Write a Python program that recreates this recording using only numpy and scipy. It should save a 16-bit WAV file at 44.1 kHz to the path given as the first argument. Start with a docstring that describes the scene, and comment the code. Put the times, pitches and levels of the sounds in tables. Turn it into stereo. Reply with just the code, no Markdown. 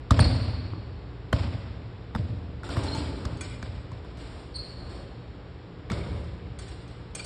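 """Ventilation and mains hum fill a large gym, heard through a phone's two microphone ports.
From 0.1 s a basketball bounces: its skin slaps, the air inside rings, the sprung hardwood thumps.
Soles squeak, dull thumps sound; the hall rings. At 2.6 s a shot drops into a catching net: poles
knock, cord rustles, the metal frame clinks. At 5.9 s the hoop shivers and the backboard thuds;
more low thumps, metal clinks and one dull echo follow."""
import sys
import numpy as np
from scipy import signal
from scipy.fft import rfft, irfft, next_fast_len
from scipy.io import wavfile
from scipy.ndimage import uniform_filter1d

SR = 44100
rng = np.random.default_rng(int(sys.argv[2]) if len(sys.argv) > 2 else 0)


def file_out(sig):
    """Save sig as 16-bit WAV at sys.argv[1]."""
    # one column per channel
    cols = np.atleast_2d(sig).T
    # limit, then scale
    lim = np.clip(cols, -1, 1)
    pcm = np.round(lim * 32767).astype(np.int16)
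    wavfile.write(sys.argv[1], SR, pcm)


N = 319725

# ventilation spectrum: f/Hz, level/dB
VENT_TONE = [(15, -65), (25, -6), (47, 5.5), (124, -5), (148, -9.5), (181, -11.5), (251, -15), (277, -15.5),
             (425, -13), (519, -18), (619, -20), (3760, -35), (7040, -48), (10000, -65), (13000, -109),
             (22000, -120)]
# mains hum: f/Hz, rms level/dB
HUM_LINES = [(59.2, -51.5), (118.4, -49.5), (172.3, -56), (290.7, -60.5), (484.5, -64.5)]
# ball blows: t/s, slap level/dB, thump, sheen and hall send/dB re slap, left minus right/dB,
# lowest air mode/Hz, bending wave delay at 100 Hz/s
BALL_HITS = [(0.108, -16, 7, -5, 19.5, 1.5, 1300, 0.00693), (0.119, -29.5, -6.5, -6, 10, 1.5, 1310, 0.0094),
             (0.192, -15.5, 4.5, -12.5, 21.6, 0, 1076, 0.01362),
             (1.3283, -16.5, 0.5, -14, 18.2, 3, 1050, .011), (2.15, -26, 6.5, -14, 15.5, 3, 1210, 0.00828),
             (2.16, -31.5, -5, -13, 8, -1.5, 1180, 0.0084), (2.633, -38, -0.5, -9, 18, 3.5, 1400, .01),
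             (2.691, -33, 2, -8, 26, -3, 1460, .01), (2.768, -26.5, 8, -31, 12.4, 0.5, 1340, 0.00648),
             (3.253, -34, 9.5, -0.5, 19, -1, 1300, 0.00805), (3.627, -35, 6, -4, 24.4, 1.5, 1660, 0.0077),
             (3.917, -41.5, 6, -9, 24, -2, 1160, 0.0078), (4.047, -46, -6, -16.5, 30, 0, 1130, .008),
             (5.9, -32.5, -3, -8, 20, 0.5, 1170, 0.01097), (5.917, -31, 6.5, -2, 21, 3, 1330, 0.00824)]
# air in the ball: f/lowest mode, level/dB
BALL_MODES = [(1.002, 8.5), (1.45, -8), (2.1, -18.5), (3.1, -8.5), (4.2, -14)]
# sprung boards: f/thump pitch, level/dB, t60/s
BOARD_MODES = [(0.651, -22.5, 0.1), (0.999, 12.5, 0.038), (1.5, 7.5, 0.025), (2.101, 7.5, 0.023),
               (3.502, 2.5, 0.015), (5.299, -3.5, 0.035)]
# spectra of a bounce: f/Hz, level/dB
SHEEN_TONE = [(1500, -31.5), (3500, 8.5), (8000, 5.5), (12000, -23.5)]  # pebbled rubber
SMACK_TONE = [(300, -18), (700, -13.5), (1500, 13.5), (3500, -14), (6000, -24.5), (10000, -8)]  # skin meeting the floor
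KNOCK_TONE = [(90, -27.5), (200, 7), (400, -1.5), (900, -0.5), (1800, -3), (3500, -30.5)]  # blow carried by the boards
SLAP_SEND_TONE = [(100, -21), (250, -9), (600, 6.5), (1300, -1), (2500, -7), (5000, -12.5), (9000, -21)]  # slap averaged over all directions
# slipping soles: t/s, length/s, start f/Hz, end f/Hz, level/dB, octave/dB re tone, waver/0-1,
# hall send/dB, stick-slip depth/0-1
SOLE_SLIPS = [(0.198, 0.018, 4454, 4256, -30.5, 1.5, 0.2, -3.5, 0.8),
              (2.88, 0.016, 4230, 4110, -37.5, -37, 0.1, -11, .05),
              (2.921, 0.032, 4250, 4230, -36.5, -21, 0, -17, .05),
              (4.54, 0.04, 4500, 4264, -41, -17, 0.2, -21, 0.5),
              (4.553, 0.022, 4140, 4554, -39, -3.5, 0.14, -2, 0.3)]
# dull low thumps, some with a light tap: t/s, thump level/dB, thump f/Hz, tap level/dB
LOW_THUMPS = [(0.484, -25.5, 80.5, -29.5), (0.535, -35, 88, -36.5), (0.734, -26.5, 139.7, -32.5),
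              (0.817, -32, 108.5, -58), (1.652, -34, 65, -52), (1.775, -35, 103, -54),
              (2.195, -21.5, 86, -55), (2.981, -22, 88.5, -39), (3.294, -31.5, 100, -55),
              (4.179, -34.5, 74.3, -54.5), (5.792, -32.5, 78.6, -63), (5.974, -22.5, 72.3, -50.5),
              (6.069, -23.5, 84, -46), (6.2, -26, 93.4, -56), (6.439, -30.5, 84.3, -52.5)]
# light tap: f/Hz, level/dB
TAP_TONE = [(250, -5), (500, 5), (1100, 1.5), (2000, -21.5), (4000, -40.5)]
# jolts of the net's poles: t/s, level/dB, tilt/(dB/octave)
POLE_JOLTS = [(2.633, -43, 12), (2.693, -42, 17), (2.71, -45, 21), (2.845, -31, -6), (2.863, -38.5, 1),
              (2.952, -29, -0.5), (2.99, -37, 5), (3.02, -30, -9.5)]
# pole resonances: f/Hz, level/dB, t60/s
POLE_MODES = [(276.7, 0.5, 0.12), (873, 1, 0.087), (1386, -9, 0.09)]
# net and clothes moving: t/s, hold/s, rustle level/dB, stand shake level/dB
RUSTLES = [(2.639, 0.024, -45, -40), (2.7, 0.031, -42.5, -38), (2.759, 0.2, -48, -37.5),
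           (2.999, 0.33, -58, -43.5), (4.2, 0.22, -56.5, -48), (4.56, 0.16, -57.5, -56),
           (4.779, 0.23, -62, -46), (4.892, 0.042, -56.5, -69), (5.904, 0.028, -44, -38),
           (5.96, 0.24, -60, -43)]
# rustle spectra: f/Hz, level/dB
RUB_TONE = [(500, 4.5), (1200, 2), (3000, -1), (5000, -5), (8000, -8), (10000, -7)]  # cord and cloth; also joint chatter
STAND_TONE = [(50, 4.5), (90, 2.5), (200, -5.5), (300, -4.5), (500, -12), (900, -13.5), (1500, -19),
              (3000, -46)]  # shaken stand
# metal clinks and one dull echo (7.195 s):
# t/s, level/dB, left minus right/dB, ringing share/0-1, tilt/(dB/octave)
METAL_CLINKS = [(2.8349, -30, -1, 0.58, 7), (2.949, -29.5, 0, 0.39, 0.1), (3.371, -42.5, 3, 0.7, 0.1),
                (3.4096, -26, 0, 0.79, -0.3), (4.1722, -43.5, -5, 0.05, -6), (6.241, -51, 4, 0.44, 5),
                (6.5889, -32, 0, 0.76, 0.5), (6.6824, -39.5, 0, 0.62, -2), (6.8777, -47.5, 7, 0.43, 1),
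                (7.1503, -23, 1, 0.85, 3.5), (7.195, -29, -1, 0.9, -5.5), (7.2444, -31.5, 4, 0.84, 1)]
# frame tubes: f/Hz, level/dB, t60/s
TUBE_MODES = [(1525, -3, 0.081), (2440, -1, 0.058), (3468, 0.5, 0.05), (4584, 1.5, 0.045),
              (5520, -29, 0.045), (6570, 3, 0.067), (7230, 3, 0.02), (8125, 15, 0.018), (9320, 12, 0.025)]
# hoop striking its board: t/s, level/dB
HOOP_SHIVERS = [(5.901, -32.5), (5.924, -37.5), (5.939, -43), (6.012, -44), (6.038, -44.5)]
# hoop resonances: f/Hz, level/dB, t60/s
HOOP_MODES = [(1300, -5, 0.037), (2230, 1.5, 0.039), (3660, 0, 0.021)]
# hall decay: f/Hz, t60/s
HALL_DECAY = [(40, 0.24), (80, 2.1), (160, 1.5), (320, 1.8), (640, 1.14), (1280, 1.82), (2560, 1.81),
              (4300, 1.43), (6000, 1.17), (9000, 0.8)]
# hall and phone responses: f/Hz, level/dB
TAIL_TONE = [(40, 5), (100, 0.5), (160, -1.5), (220, -3.5), (285, 0), (360, 0), (480, 0), (580, 6),
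             (690, -2.5), (880, -4), (1300, -5), (2500, -1), (4500, 1.5), (8000, 0)]
ROOF_ECHO_TONE = [(150, -15.5), (400, -9.5), (620, 3), (900, -9), (2000, 1), (6000, 0.5), (9000, -15)]
MIC_RESPONSE = [(15, -37.5), (60, 0.5), (5000, 4), (6300, 0.5), (9000, 0), (10000, -16), (11500, -1),
                (12500, -50.5)]
# stereo width of diffuse sound, very wide near 6 kHz: f/Hz, side over mid/dB
STEREO_WIDTH = [(100, -87.5), (250, -27.5), (500, -4.5), (1500, -3.5), (2500, 0.5), (5500, -4.5),
                (5900, 22), (6600, 42.5), (7000, -11), (8900, -8), (9600, 18)]

HIT_SAMPLES = 8192
HIT_TIME_S = np.arange(HIT_SAMPLES) / SR
SPOTS = 3  # floor positions, each with its own hall response


def undb(db):
    return 10 ** (np.asarray(db) / 20)


def unit(x):
    return x / np.abs(x).max()


def impulse(at_sample):
    return signal.unit_impulse(HIT_SAMPLES, at_sample)


def at_bins(table, size):
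    """(f/Hz, value) rows interpolated to FFT bins."""
    hz, value = np.transpose(table)
    return np.interp(np.log(np.fft.rfftfreq(size, 1 / SR) + 1), np.log(hz), value)


def colour(x, table):
    """Zero-phase filter from (f/Hz, level/dB) rows."""
    size = next_fast_len(x.shape[-1] + 4096)
    return irfft(rfft(x, size) * undb(at_bins(table, size)), size)[..., :x.shape[-1]]


def ring(modes, spread, size=HIT_SAMPLES, tilt_db_oct=0):
    """Decaying sines, each detuned at random by a relative spread."""
    t, out = np.arange(size) / SR, 0
    for hz, db, t60_s in modes:
        sine = np.sin(2 * np.pi * hz * (1 + spread * rng.standard_normal()) * t)
        out = out + undb(db + tilt_db_oct * np.log2(hz)) * sine * np.exp(-np.log(1000) * t / t60_s)
    return out


def place(bus, start_s, direct, send, pan_db=0, spot=0):
    """Add to bus rows left, right (one sample later) and the spot's hall send."""
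    left, right = direct * undb(pan_db / 2), direct * undb(-pan_db / 2)
    for row, part, lag in (0, left, 0), (1, right, 1), (2 + spot, send, 0):
        i = int(start_s * SR) + lag
        bus[row, i:i + len(part)] += part[:N - i]


def diffuse(pair):
    """Two unrelated signals become left and right, with a stereo width set by frequency."""
    size = next_fast_len(N)
    power_ratio = undb(2 * at_bins(STEREO_WIDTH, size))
    gains = np.sqrt([1 / (1 + power_ratio), power_ratio / (1 + power_ratio)])
    mid, side = irfft(rfft(pair, size) * gains, size)[:, :N]
    return np.array([mid + side, mid - side])


def ventilation(rms_db=-41.5):
    """Broad air noise from all sides."""
    air = colour(rng.standard_normal((2, N)), VENT_TONE)
    return diffuse(air / air.std() * undb(rms_db))


def mains_hum():
    """Steady sines, equal left and right."""
    t = np.arange(N) / SR
    return sum(np.sqrt(2) * undb(db) * np.sin(2 * np.pi * (hz * t + rng.random()))
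               for hz, db in HUM_LINES)


def bending_wave(x, delay_100hz_s):
    """Waves four times higher arrive in half the time: a blow becomes a falling chirp."""
    hz = np.fft.rfftfreq(len(x), 1 / SR)
    lag_cycles = 2 * delay_100hz_s * np.sqrt(100 * hz)
    return unit(irfft(rfft(x) * np.exp(-2j * np.pi * lag_cycles), len(x)))


def board_thump(hz, travel_s=0, push_s=0.0021, swell_cycles=0.4):
    """A soft push rings the boards; bass bending waves are slower, so low modes swell later."""
    boards = 0
    for ratio, db, t60_s in BOARD_MODES:
        swell = 1 - np.exp(-HIT_TIME_S * ratio * hz / swell_cycles)
        boards = boards + ring([(ratio * hz, db, t60_s)], spread=0.031) * swell
    push = np.hanning(int(push_s * SR) + 2)
    return bending_wave(np.convolve(boards, push)[:HIT_SAMPLES], travel_s)


def ball_bounces(bus, slap_s=0.0045, air_t60_s=0.009, floor_hz=113.7):
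    """The skin slaps and rings the air inside; the floor's thump swells just after."""
    envelope = np.sqrt(HIT_TIME_S / slap_s) * np.exp(-(HIT_TIME_S / slap_s) ** 2)
    slap_send = np.roll(colour(impulse(512), SLAP_SEND_TONE), -480)
    for n, (start_s, db, thump_db, sheen_db, send_db, pan_db, air_hz, travel_s) in enumerate(BALL_HITS):
        contact = rng.standard_normal(HIT_SAMPLES) * envelope
        modes = [(air_hz * ratio, mode_db, air_t60_s) for ratio, mode_db in BALL_MODES]
        air = unit(signal.fftconvolve(contact, ring(modes, spread=0.025))[:HIT_SAMPLES])
        sheen = undb(sheen_db) * unit(colour(contact, SHEEN_TONE))
        smack = undb(-1.5) * unit(colour(contact, SMACK_TONE))
        knock = undb(-4) * bending_wave(colour(impulse(20), KNOCK_TONE), travel_s)
        slap = undb(db) * (air + sheen + smack - knock)
        place(bus, start_s - 0.001, slap, slap_send * undb(db + send_db), pan_db, spot=n % SPOTS)
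        thump = undb(db + thump_db) * board_thump(floor_hz, travel_s)
        place(bus, start_s, thump, thump * undb(-5.5), spot=n % SPOTS)


def hall(send, tail_db=-30.5, rise_s=0.0017, clump_db=2.5, roof_db=-25, roof_s=0.035, smear_s=0.006):
    """A dense tail whose bands die at their own rates, plus a roof echo smeared by trusses."""
    size = next_fast_len(2 * SR)
    t, tail = np.arange(size) / SR, 0
    spectrum = rfft(rng.standard_normal((2, size)))
    for band_hz, t60_s in HALL_DECAY:
        band = at_bins([(hz, float(hz == band_hz)) for hz, _ in HALL_DECAY], size)
        tail = tail + irfft(spectrum * band, size) * np.exp(-np.log(1000) * t / t60_s)
    clumps = uniform_filter1d(rng.standard_normal(size), size=900)  # uneven returns from far walls
    tail *= undb(clump_db * clumps / clumps.std() * np.exp(-t / 0.5))
    tail = colour(undb(tail_db) * tail * (1 - np.exp(-t / rise_s)), TAIL_TONE)
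    roof = rng.standard_normal((2, size)) * (t > roof_s) * np.exp(-np.abs(t - roof_s) / smear_s)
    response = tail + undb(roof_db) * colour(roof, ROOF_ECHO_TONE)
    return diffuse(signal.fftconvolve(send[None], response)[:, :N])


def sole_squeaks(bus, slip_hz=328):
    """Rubber grips and lets go: a wavering tone and its octave, which beams at the phone."""
    for start_s, length_s, start_hz, end_hz, db, octave_db, waver, send_db, depth in SOLE_SLIPS:
        n = int(length_s * SR)
        wobble = uniform_filter1d(rng.standard_normal(n), size=60)
        hz = np.linspace(start_hz, end_hz, n) * (1 + waver * (wobble - wobble.mean()))
        phase = 2 * np.pi * np.cumsum(hz) / SR
        stick_slip = 1 + depth * np.cos(2 * np.pi * slip_hz * np.arange(n) / SR)
        envelope = undb(db) * np.hanning(n) ** 0.42 * stick_slip
        tone = envelope * np.sin(phase)
        octave = envelope * undb(octave_db) * np.sin(2 * phase)
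        place(bus, start_s, tone + octave, undb(send_db) * (tone + undb(-12.5) * octave), pan_db=2)


def dull_thumps(bus):
    """Dull low thumps, some with a light tap."""
    window = np.pad(np.hanning(90), (40, HIT_SAMPLES - 130))
    for start_s, thump_db, thump_hz, tap_db in LOW_THUMPS:
        tap = unit(colour(rng.standard_normal(HIT_SAMPLES) * window, TAP_TONE))
        thump = undb(thump_db) * board_thump(thump_hz) + undb(tap_db) * tap
        place(bus, start_s, thump, thump * undb(-4.5))


def pole_knocks(bus):
    """The caught ball jolts the poles that hold the net."""
    for start_s, db, tilt_db_oct in POLE_JOLTS:
        pole = ring(POLE_MODES, spread=0.016, tilt_db_oct=tilt_db_oct)
        knock = undb(db) * unit(np.convolve(np.hanning(12), pole))
        place(bus, start_s, knock, knock * undb(-7))


def net_rustle(attack_s=0.0037, rub_fade_s=0.029, shake_fade_s=0.045):
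    """Cord and cloth rub, the shaken stand rumbles; both arrive mostly from the walls."""
    t, out = np.arange(N) / SR, 0
    starts_s, holds_s, rub_db, shake_db = np.transpose(RUSTLES)
    for levels_db, tone, fade_s in (rub_db, RUB_TONE, rub_fade_s), (shake_db, STAND_TONE, shake_fade_s):
        envelope = 0
        for start_s, hold_s, db in zip(starts_s, holds_s, levels_db):
            attack = np.clip((t - start_s) / attack_s, 0, 1)
            fade = np.exp(-np.maximum(t - start_s - hold_s, 0) / fade_s)
            envelope = envelope + undb(db) * attack * fade
        grain = undb(26 * uniform_filter1d(rng.standard_normal(N), size=400))
        noise = colour(rng.standard_normal((2, N)) * grain, tone)
        out = out + noise / noise.std() * envelope
    return diffuse(out) + hall(undb(-5.5) * out[0])


def metal_clinks(bus, attack_s=0.00029, chatter_s=0.018, drive_s=0.014):
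    """Loose joints chatter and ring the tubes in close mode pairs; one dull row sounds as an echo."""
    t = HIT_TIME_S
    for start_s, db, pan_db, ring_share, tilt_db_oct in METAL_CLINKS:
        joints = rng.standard_normal(HIT_SAMPLES) * (1 - np.exp(-t / attack_s)) * np.exp(-t / chatter_s)
        pairs = ring(TUBE_MODES + TUBE_MODES, spread=0.01, tilt_db_oct=tilt_db_oct)
        tubes = undb(db) * unit(signal.fftconvolve(joints * np.exp(-t / drive_s), pairs)[:HIT_SAMPLES])
        chatter = undb(db) * (1 - ring_share) * unit(colour(joints, RUB_TONE))
        send = undb(4.5) * chatter + undb(-12) * tubes
        place(bus, start_s - 0.001, chatter + ring_share * tubes, send, pan_db)


def hoop_shiver(bus):
    """The hoop rattles against its board; each contact is a noise burst that rings it."""
    for start_s, db in HOOP_SHIVERS:
        contact = rng.standard_normal(90)
        shiver = undb(db) * unit(np.convolve(contact, ring(HOOP_MODES, spread=0.026, size=4096)))
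        place(bus, start_s, shiver, shiver * undb(-6))


def backboard_thud(bus, start_s=5.909, db=-21.5, hz=221):
    """The struck board rings like the floor, pitched higher."""
    thud = undb(db) * board_thump(hz)
    place(bus, start_s, thud, thud * undb(-17.5))


def scene():
    """Diffuse layers, then each bus as direct sound plus hall."""
    out = ventilation() + mains_hum() + net_rustle()
    ball_bus, other_bus = np.zeros((2 + SPOTS, N)), np.zeros((3, N))
    ball_bounces(ball_bus)
    sole_squeaks(other_bus)
    dull_thumps(other_bus)
    pole_knocks(other_bus)
    metal_clinks(other_bus)
    hoop_shiver(ball_bus)
    backboard_thud(ball_bus)
    for bus in ball_bus, other_bus:
        out += bus[:2] + sum(hall(send) for send in bus[2:])
    return out


def record(dry, cutoff_hz=13055):
    """The phone thins the deep bass, dulls the top and cuts above it."""
    lowpass = signal.ellip(8, 0.2, 70, cutoff_hz, fs=SR, output="sos")
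    return signal.sosfilt(lowpass, colour(dry, MIC_RESPONSE))


dry = scene()
out = record(dry)
file_out(out)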